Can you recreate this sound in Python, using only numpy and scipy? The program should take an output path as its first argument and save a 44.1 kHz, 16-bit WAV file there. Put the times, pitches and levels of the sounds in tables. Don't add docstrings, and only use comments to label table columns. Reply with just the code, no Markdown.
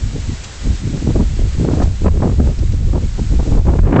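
import sys
import numpy as np
from scipy import signal
from scipy.fft import rfft, irfft, next_fast_len
from scipy.io import wavfile
from scipy.ndimage import uniform_filter1d, map_coordinates

SR = 44100
rng = np.random.default_rng(int(sys.argv[2]) if len(sys.argv) > 2 else 0)


def generate_wav(signal):
    frames = np.transpose(np.atleast_2d(signal))
    scaled = np.clip(frames, -1, 1) * 32767
    pcm = np.round(scaled).astype(np.int16)
    wavfile.write(sys.argv[1], SR, pcm)


N = 176400


def amp(db):
    return 10 ** (np.asarray(db) / 20)


def unit(x):
    return x / np.sqrt(np.mean(x ** 2) + 1e-20)


def curve(rows):
    return np.interp(np.arange(N) / SR, *np.transpose(rows))


def wobble(per_s):
    return map_coordinates(rng.standard_normal(2000), [np.arange(N) * per_s / SR], mode="wrap")


def filtered(x, response):
    size = next_fast_len(N + SR // 2)
    return irfft(rfft(x, size) * response(np.fft.rfftfreq(size, 1 / SR)), size)[..., :N]


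def noise(spectrum):
    points_hz, level_db = np.transpose(spectrum)
    white = rng.standard_normal(N)
    return unit(filtered(white, lambda hz: amp(np.interp(np.log(hz + 1), np.log(points_hz + 1), level_db))))


def steady(x, samples):
    power = np.abs(signal.hilbert(x)) ** 2
    smoothed = uniform_filter1d(uniform_filter1d(power, samples), samples)
    return unit(x / np.sqrt(np.abs(smoothed) + 1e-9))


# time_s, level_db
RUMBLE_LEVELS = [(0.0, -30.5), (0.04, -13.0), (0.12, -26), (0.29, -19), (0.39, -26.5), (0.56, -35.5),
                 (0.63, -23.5), (0.69, -10.0), (0.77, -23.5), (0.9, -23), (1.02, -22), (1.21, -12.5),
                 (1.3, -19.0), (1.44, -14), (1.52, -20), (1.58, -12), (1.66, -23), (1.78, -14.5),
                 (1.85, -8.5), (1.98, -23), (2.08, -8.5), (2.24, -19.5), (2.48, -9.5), (2.56, -21),
                 (2.63, -12.5), (2.77, -16), (2.87, -12), (3.04, -15.5), (3.14, -19.5), (3.25, -14.0),
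                 (3.4, -10), (3.45, -20.5), (3.5, -13.5), (3.6, -8.5), (3.64, -18), (3.69, -6), (3.75, -18),
                 (3.82, -4.5), (3.9, -13.5), (4.0, -35.5)]
# frequency_hz, level_db
RUMBLE_SPECTRUM = [(10, -13.5), (22, -3.5), (34, -0.5), (62, -1.5), (90, -6.5), (130, -15), (200, -24),
                   (400, -47), (900, -98)]

def wind_rumble(trim_db=0.6, lump_db=1.7):
    level_db = trim_db + curve(RUMBLE_LEVELS) + lump_db * wobble(per_s=33)
    return amp(level_db) * steady(noise(RUMBLE_SPECTRUM), samples=1500)


# peak_s, half_length_s, level_db, corner_hz
MICROPHONE_GUSTS = [(0.074, 0.095, -30, 308), (0.153, 0.019, -20.5, 310), (0.299, .024, -18, 232),
                    (0.684, 0.033, -17, 317), (0.863, .037, -15, 219), (0.951, 0.029, -19, 350),
                    (1.031, 0.02, -16, 241), (1.072, 0.0051, -13, 1100), (1.088, 0.021, -12, 595),
                    (1.164, 0.012, -11, 574), (1.207, 0.017, -13.5, 755), (1.26, 0.13, -23.5, 196),
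                    (1.415, 0.035, -25, 550), (1.616, 0.039, -14.5, 274), (1.649, 0.0043, -9, 1710),
                    (1.713, 0.079, -14, 773), (1.816, 0.018, -15, 1500), (2.028, 0.016, -20, 320),
                    (2.066, .015, -10, 1190), (2.194, .075, -20.5, 560), (2.226, .007, -15.5, 1390),
                    (2.262, .039, -15, 730), (2.415, 0.027, -14.5, 520), (2.49, .025, -20, 696),
                    (2.621, 0.029, -20.5, 350), (2.734, 0.0098, -21, 415), (2.853, 0.051, -26, 603),
                    (2.956, .018, -14, 790), (3.037, 0.018, -21, 440), (3.193, 0.0087, -19.5, 950),
                    (3.213, 0.017, -16.5, 196), (3.333, .019, -20.5, 490), (3.398, 0.0049, -8.5, 900),
                    (3.429, 0.0031, -16.5, 800), (3.484, .017, -14.5, 417), (3.538, 0.035, -16.5, 860),
                    (3.588, 0.0063, -12, 900), (3.66, .005, -15, 697), (3.681, .014, -9.5, 1280),
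                    (3.737, 0.021, -16, 770), (3.792, 0.0048, -9.5, 1140), (3.881, 0.03, -16, 1390),
                    (3.942, .025, -11.5, 1520), (3.99, 0.027, -7.5, 1300)]

def gusts():
    peak_s, half_length_s, level_db, corner_hz = np.transpose(MICROPHONE_GUSTS)[:, :, None]
    t = np.arange(N) / SR
    coarse_t = t[::32]
    reach_s = half_length_s * np.where(coarse_t < peak_s, 0.81, 1.13)
    power = amp(level_db) ** 2 * np.exp(-((coarse_t - peak_s) / reach_s) ** 2) + 1e-9
    total_power = power.sum(0)
    blended_hz = np.exp((power * np.log(corner_hz)).sum(0) / total_power)
    return np.interp(t, coarse_t, np.sqrt(total_power)), np.interp(t, coarse_t, blended_hz)


# frequency_hz, level_db
FLUTTER_SPECTRUM = [(40, -20), (85, 2), (145, 2.5), (320, -4), (600, -12.5), (1200, -19.5), (2400, -24.5),
                    (5000, -36)]

def wind_flutter(trim_db=-0.26, eddy_db=3, eddy_octaves=0.25, lowpass_order=2.97):
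    gust_gain, corner_hz = gusts()
    eddies = wobble(per_s=170)
    corner_octave = np.log2(corner_hz) + eddy_octaves * eddies
    air = steady(noise(FLUTTER_SPECTRUM), samples=500)
    flutter = np.zeros(N)
    for octave in range(6, 14):
        dulled = filtered(air, lambda hz: 1 / np.sqrt(1 + (hz / 2 ** octave) ** (2 * lowpass_order)))
        flutter += dulled * np.maximum(0, 1 - np.abs(corner_octave - octave))
    return amp(trim_db + eddy_db * eddies) * gust_gain * flutter


# time_s, level_db
LEAF_LEVELS = [(0, -41.5), (.35, -40.5), (.7, -40), (.85, -41.5), (1.3, -42), (1.8, -41.5), (1.9, -45),
               (2.04, -43), (2.1, -47.5), (2.27, -44), (2.95, -46), (3.25, -42.5), (3.53, -43), (3.62, -48),
               (3.77, -45.8), (3.84, -50), (4, -50)]
# frequency_hz, level_db
LEAF_SPECTRUM = [(150, 6.5), (500, 5), (1000, 1.5), (2000, 2.5), (3100, 0.5), (4200, 1), (5600, -0.5),
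                 (7300, 1), (8500, -2.5), (10000, -31.5)]

def leaf_hiss(trim_db=4.5, flicker_db=0.57):
    level_db = trim_db + curve(LEAF_LEVELS) + flicker_db * wobble(per_s=25)
    return amp(level_db) * noise(LEAF_SPECTRUM)


# peak_s, half_length_s, level_db
TARP_SWISHES = [(0.445, 0.015, -32), (1.537, 0.025, -42.5), (1.835, .018, -36), (2.592, 0.013, -39.5),
                (2.723, 0.0087, -38.5)]
# frequency_hz, level_db
TARP_SPECTRUM = [(400, -14), (1200, -1), (2400, -0.5), (7000, 0.5), (9000, -11), (11000, -44)]

def tarp_swishes():
    t = np.arange(N) / SR
    swells = sum(amp(level_db) * np.exp(-2 * ((t - peak_s) / half_length_s) ** 2)
                 for peak_s, half_length_s, level_db in TARP_SWISHES)
    return swells * noise(TARP_SPECTRUM)


def scene():
    return (wind_rumble() + wind_flutter() + leaf_hiss() + tarp_swishes())[None]


def record(dry, clip_level=0.71, hardness=10, top_hz=8050):
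    clipped = dry / (1 + np.abs(dry / clip_level) ** hardness) ** (1 / hardness)
    return filtered(clipped, lambda hz: (hz < 9000) / np.sqrt(1 + (hz / top_hz) ** 56))


dry = scene()
out = record(dry)
generate_wav(out)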